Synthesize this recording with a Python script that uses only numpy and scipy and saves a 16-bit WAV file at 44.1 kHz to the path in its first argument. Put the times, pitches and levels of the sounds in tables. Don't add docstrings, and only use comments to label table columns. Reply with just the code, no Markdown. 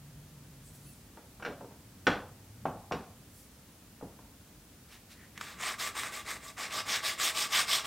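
import sys
import numpy as np
from scipy import signal
from scipy.fft import rfft, irfft, next_fast_len
from scipy.io import wavfile
from scipy.ndimage import uniform_filter1d, map_coordinates

SR = 44100
rng = np.random.default_rng(int(sys.argv[2]) if len(sys.argv) > 2 else 0)


def output_pcm(signal):
    pcm = np.clip(np.atleast_2d(signal).T, -1, 1) * 32767
    wavfile.write(sys.argv[1], SR, np.round(pcm).astype(np.int16))


N = 346626

# f/Hz, width/Hz, level/dB
KNOB_RESONANCES = [(651, 16, 0), (842, 34, -7), (1158.5, 34, 6), (1230, 35, -10), (1553, 53, -3.5),
                   (1930, 31, -3.5), (2110, 41, -8), (2330, 27, -8), (2537, 25, -5), (2730, 39, -6.5),
                   (3340, 63, -9), (3440, 35, -22), (3650, 52, -12), (3850, 35, -7)]


def amp(db):
    return 10 ** (np.asarray(db) / 20)


def unit(x):
    return x / np.sqrt(np.mean(x ** 2) + 1e-20)


def along(points, hz):
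    freqs, values = np.transpose(points)
    return np.interp(np.log(hz + 1), np.log(freqs + 1), values)


def filtered(x, response):
    n = x.shape[-1]
    padded = next_fast_len(n + SR // 10)
    return irfft(rfft(x, padded) * response(np.fft.rfftfreq(padded, 1 / SR)), padded)[..., :n]


def coloured(x, spectrum):
    return unit(filtered(x, lambda hz: amp(along(spectrum, hz))))


def resonant(x, modes):
    def response(hz):
        return sum(amp(db) * 1j * hz * width / (centre ** 2 - hz ** 2 + 1j * hz * width)
                   for centre, width, db in modes)
    return unit(filtered(x, response))


def wobble(rate):
    return map_coordinates(rng.standard_normal(int(N * rate / SR) + 4), [np.arange(N) * rate / SR])


def add(track, start_s, sound):
    part = track[round(start_s * SR):][:len(sound)]
    part += sound[:len(part)]


def background():
    # f/Hz, level/dB
    air_spectrum = [(12, -52), (20, -31), (26, -31), (49, -2.5), (119, -3), (185, -5.5), (219, -4.5),
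                    (289, -8), (342, -14.5), (614, -19.5), (746, -22), (1070, -24.5), (1540, -25.5),
                    (2330, -28.5), (15500, -37.5)]
    rumble_fade_db_per_s, hum_fade_db_per_s = 0.43, 97
    hum_hz, hum_hold_s = 145.4, 0.87
    t = np.arange(N) / SR
    air = coloured(rng.standard_normal(N), air_spectrum)
    low = filtered(air, lambda hz: 1 / (1 + (hz / 500) ** 4))
    rumble = amp(-55 - rumble_fade_db_per_s * t + 0.9 * wobble(3.2)) * low
    hum_level = amp(-57 - hum_fade_db_per_s * np.maximum(t - hum_hold_s, 0) + 2.0 * wobble(13.8))
    hum_phase = 2 * np.pi * np.cumsum(hum_hz + 14 * wobble(45.1)) / SR
    return amp(-55.5) * (air - low) + rumble + hum_level * unit(np.sin(hum_phase))


def brushes():
    touches = [(.675, .027, -59, 8340, 1800), (.757, 0.017, -58.5, 8860, 6000),
               (.88, 0.091, -63.5, 8500, 7000), (3.39, .045, -59.5, 9300, 7000),
               (4.935, .026, -54, 1980, 2200), (5.123, .018, -54.5, 2800, 3000),
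               (5.22, 0.044, -59.5, 1870, 330), (5.376, 0.014, -54, 1850, 390),
               (5.47, 0.056, -51, 1650, 900)]
    out, t = np.zeros(N), np.arange(SR // 2) / SR
    for middle, half_width, db, centre_hz, width_hz in touches:
        swell = np.exp(-((t - t.mean()) / half_width) ** 2 / 2)
        friction = resonant(rng.standard_normal(len(t)), [(centre_hz, width_hz, 0)])
        add(out, middle - t.mean(), amp(db) * swell * friction)
    return out


def room_echo(x):
    # f/Hz, time to fade by 60 dB/s
    fade_times = [(100, 0.7), (260, 0.19), (700, 0.52), (1840, 0.31), (4850, 0.34), (14000, 0.19)]
    hz, t, noise = signal.stft(rng.standard_normal(SR * 3 // 4), SR, nperseg=256)
    tail = signal.istft(noise * amp(-60 * t / along(fade_times, hz)[:, None]), SR, nperseg=256)[1]
    tail = np.pad(tail, (round(.006 * SR), 0))
    return signal.fftconvolve(x, tail / np.linalg.norm(tail))[:len(x)]


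def squeak():
    # top f/Hz, level/dB, half width/s
    tones = [(2700, -67, 0.033), (4530, -70, .035), (10300, -61, .06), (14700, -59, .025)]
    t = np.arange(N) / SR - .89
    speed = np.exp(-(t / 0.13) ** 2) * (1 + .007 * wobble(700))
    phase_per_hz = 2 * np.pi * np.cumsum(speed) / SR
    return sum(amp(db + 3.5 * wobble(90)) * np.exp(-(t / half_width) ** 2) * np.sin(hz * phase_per_hz)
               for hz, db, half_width in tones)


def blows():
    # t/s, level/dB, hardness/Hz (above this the blow has little treble), knock f/Hz
    clunks = [(1.171, -48.5, 1400, 890), (1.398, -49.5, 1800, 1190), (1.424, -42, 2600, 1600),
              (1.449, -38.5, 3800, 1570), (1.461, -40.5, 2900, 455), (1.478, -40, 640, 442),
              (1.609, -45, 800, 560), (1.645, -49.5, 650, 477), (1.708, -55, 1200, 700),
              (2.068, -20.5, 3400, 1472), (2.082, -32, 565, 320), (2.128, -44, 6000, 1080),
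              (2.654, -30, 1140, 780), (2.911, -34, 960, 760), (2.920, -36, 5130, 1110),
              (2.934, -35.5, 785, 510), (4.011, -50.5, 1150, 606), (4.025, -43.5, 430, 168),
              (4.189, -54.5, 1100, 1045)]
    delay_s, loss_db, hardness_share, pitch_share = .008, 4, .52, .88
    heaviest_db = max(row[1] for row in clunks)
    for start, db, hard_hz, knock_hz in clunks:
        yield start, db, hard_hz, knock_hz
        bounce_db = heaviest_db - loss_db + 1.26 * (db - heaviest_db)
        yield start + delay_s, bounce_db, hard_hz * hardness_share, knock_hz * pitch_share


def vise():
    # f/Hz, level/dB
    bench_spectrum = [(60, -18), (200, -11), (330, -1.5), (500, 3.5), (620, -2), (780, -1), (1200, -2.5),
                      (1900, -7), (3000, -9), (5000, -14.5), (8500, -21), (10500, -34), (16000, -50)]
    # f/Hz, level/dB
    thump_spectrum = [(30, -33), (70, -4), (120, -4), (180, 2.5), (290, -1.5), (450, -6), (1500, -44)]
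    steel_wakes_hz, thump_db_per_octave = 1750, -5.5
    out, t = np.zeros(N), np.arange(SR // 2) / SR
    fade = lambda seconds: amp(-60 * t / seconds)
    for start, db, hard_hz, knock_hz in blows():
        contact = lambda hz: 1 / np.sqrt(1 + (hz / hard_hz) ** 4)
        noise = rng.standard_normal(len(t))
        bench = unit(filtered(noise, lambda hz: amp(along(bench_spectrum, hz)) * contact(hz)))
        bench *= amp(1.5) * fade(0.016) + fade(0.063) + amp(-16) * fade(0.3)
        steel = amp(1.5) * contact(steel_wakes_hz) * steel_ring(t, contact, blur_hz=25.3)
        knock = amp(4) * fade(0.05) * np.sin(2 * np.pi * knock_hz * t)
        thump = coloured(rng.standard_normal(len(t)), thump_spectrum) * fade(0.21)
        thump *= 1 - np.exp(-t / 0.011)
        thump *= amp(-3 + thump_db_per_octave * np.log2(hard_hz / 1000))
        attack = 1 - np.exp(-t / 0.00093)
        blow = amp(db) * attack * (bench + steel + knock + thump)
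        add(out, start, blow + amp(-9.5) * room_echo(blow + amp(db - 2.5) * bench))
    return out


def steel_ring(t, contact, blur_hz):
    # f/Hz, level/dB, time to fade by 60 dB/s
    steel_notes = [(1410, -2, 0.049), (1445, -7.5, 0.075), (1547, -6, 0.11), (2000, -8, 0.05),
                   (2316, -3, 0.058), (2600, -12, 0.13), (2800, -10, 0.095), (3230, -37, .14),
                   (4090, -16, 0.063), (5120, -13, 0.07), (5630, -4.5, 0.081), (6300, -30, .14)]
    hz, db, fade_s = np.transpose(steel_notes)[:, :, None]
    drift = np.cumsum(rng.standard_normal((len(hz), len(t))), axis=1) * np.sqrt(2 * np.pi * blur_hz / SR)
    size = amp(db + rng.normal(0, 1.6, hz.shape) - 60 * t / fade_s) * contact(hz)
    phase = 2 * np.pi * (hz * t + rng.random(hz.shape)) + drift
    return np.sum(size * np.sin(phase), axis=0)


def shudder():
    middle_s, half_width_s = 2.5, 0.59
    swell = np.exp(-((np.arange(N) / SR - middle_s) / half_width_s) ** 2)
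    low_noise = resonant(rng.standard_normal(N), [(103.4, 21, 0)])
    return amp(-55.5) * swell * resonant(low_noise, [(109, 41, 0)])


def catches():
    # t/s, relative level/dB
    snaps = [(5.377, -40.5), (5.412, -34), (5.722, -41), (5.789, -52), (6.034, -34), (6.580, -43),
             (6.960, -31), (7.199, -32.5), (7.795, -34.5)]
    # f/Hz, level/dB
    snap_spectrum = [(200, -22), (700, -17), (1300, 3), (2500, -6), (7500, -11), (10000, -20),
                     (16000, -25)]
    out, t = np.zeros(N), np.arange(SR // 10) / SR
    for start, db in snaps:
        snap = rng.standard_normal(len(t)) * amp(-60 * t / 0.019)
        paper = coloured(snap, snap_spectrum)
        knob = amp(-9.5) * resonant(snap, KNOB_RESONANCES)
        add(out, start, amp(db - 15) * (paper + knob))
    return out


def scratches(per_second, spread_db):
    struck = rng.random(N) < per_second / SR
    return unit(struck * rng.standard_normal(N) * amp(spread_db * rng.standard_normal(N)))


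def damped(level, limit_db):
    return level / np.sqrt(1 + (level / amp(limit_db)) ** 2)


def flexing(x, depth_db):
    spectra = signal.stft(x, nperseg=256)[2]
    patches = uniform_filter1d(rng.standard_normal(spectra.shape), size=5, axis=0)
    patches = uniform_filter1d(patches, size=9, axis=1)
    return signal.istft(spectra * amp(depth_db * unit(patches)), nperseg=256)[1][:N]


def sanding():
    # start t/s, length/s, relative level/dB, share of the length spent speeding up
    strokes = [(5.391, 0.21, -47.5, 0.22), (5.566, .2, -34, .6), (5.776, 0.16, -34.5, 0.25),
               (5.937, 0.2, -34.5, .22), (6.108, 0.14, -40.5, 0.21), (6.24, 0.16, -38, 0.36),
               (6.385, .15, -47, 0.63), (6.561, .14, -35, 0.41), (6.687, 0.16, -35, 0.51),
               (6.844, 0.18, -31, 0.43), (7.01, 0.16, -34.5, 0.39), (7.166, 0.17, -29, 0.53),
               (7.318, 0.18, -35, 0.48), (7.486, 0.18, -28, 0.49), (7.655, 0.19, -32, 0.33),
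               (7.832, 0.13, -37, 0.34)]
    # t/s, bite level/dB, hiss level/dB
    grit_balance = [(5.6, -3, -6), (6.45, -5.5, -3.5), (6.7, -2, -10), (7.25, 4, 0), (7.8, 4, -3.5)]
    # f/Hz, level/dB
    rasp_spectrum = [(200, -47), (550, -18.5), (700, -7.5), (950, -7), (1100, 0), (1400, -5), (2150, 1),
                     (2800, -10), (4200, -15), (8000, -11.5), (16000, -42)]
    # f/Hz, level/dB
    bite_spectrum = [(700, -31), (1800, -8), (2900, -2), (3600, 2), (4300, -3.5), (5200, 0), (6600, -12),
                     (9000, -23.5), (16000, -30)]
    # f/Hz, level/dB
    hiss_spectrum = [(1500, -23), (4200, -12.5), (6400, -5), (7500, -1), (8600, 0.5), (9400, -8),
                     (10200, -9), (11200, -12.5), (12500, -7.5), (16000, -15)]
    # f/Hz, level/dB
    shake_spectrum = [(60, -22), (190, -1), (380, 1), (520, 2.5), (600, -11), (1000, -23), (3000, -50)]
    ring_growth_db_per_s = 1.35
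    t = np.arange(N) / SR
    rasp, bite, hiss, ring, shake = np.zeros((5, N))
    balance_s, bite_db, hiss_db = np.transpose(grit_balance)
    for k, (start, length, db, rise) in enumerate(strokes):
        during = (t > start) & (t < start + length)
        progress = np.interp((t[during] - start) / length, [0, rise, 1], [0, .5, 1])
        speed = np.abs(np.sin(np.pi * progress))
        level = amp(db - 5)
        pull_db = 0 if k % 2 else 3.5
        middle = start + length / 2
        rasp[during] += level * speed ** 1.17
        bite[during] += level * amp(pull_db + np.interp(middle, balance_s, bite_db)) * speed ** 2.32
        hiss[during] += level * amp(pull_db + np.interp(middle, balance_s, hiss_db)) * speed ** 1.8
        ring_db = -5 + ring_growth_db_per_s * (start - strokes[0][0])
        ring[during] += amp(ring_db) * damped(level * amp(pull_db), limit_db=-34.5) * speed ** 0.92
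        shake[during] += amp(-12.5) * damped(level, limit_db=-41) * speed ** 0.61
    backing = rasp * coloured(scratches(per_second=12000, spread_db=3.5), rasp_spectrum)
    cutting = bite * coloured(scratches(per_second=16000, spread_db=3.0), bite_spectrum)
    grit = hiss * coloured(scratches(per_second=22000, spread_db=0.0), hiss_spectrum)
    knob = ring * resonant(scratches(per_second=9000, spread_db=3.0), KNOB_RESONANCES)
    bench = shake * coloured(rng.standard_normal(N), shake_spectrum)
    paper = flexing(backing + cutting + grit, depth_db=2.0)
    grip = amp(1.08 * wobble(35) + 0.76 * wobble(220))
    return grip * (paper + knob + bench)


def scene():
    # f/Hz, level/dB
    channel_spectrum = [(30, -5), (90, -9.5), (300, 1.5), (700, 0), (2000, -1.5), (8000, 0), (15000, -2)]
    hand = sanding() + catches() + brushes() + squeak()
    mono = hand + amp(-11) * room_echo(hand) + vise() + shudder() + background()
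    return mono + amp(-60.5) * coloured(rng.standard_normal((2, N)), channel_spectrum)


def record(dry):
    return filtered(dry, lambda hz: hz < 15850)


dry = scene()
out = record(dry)
output_pcm(out)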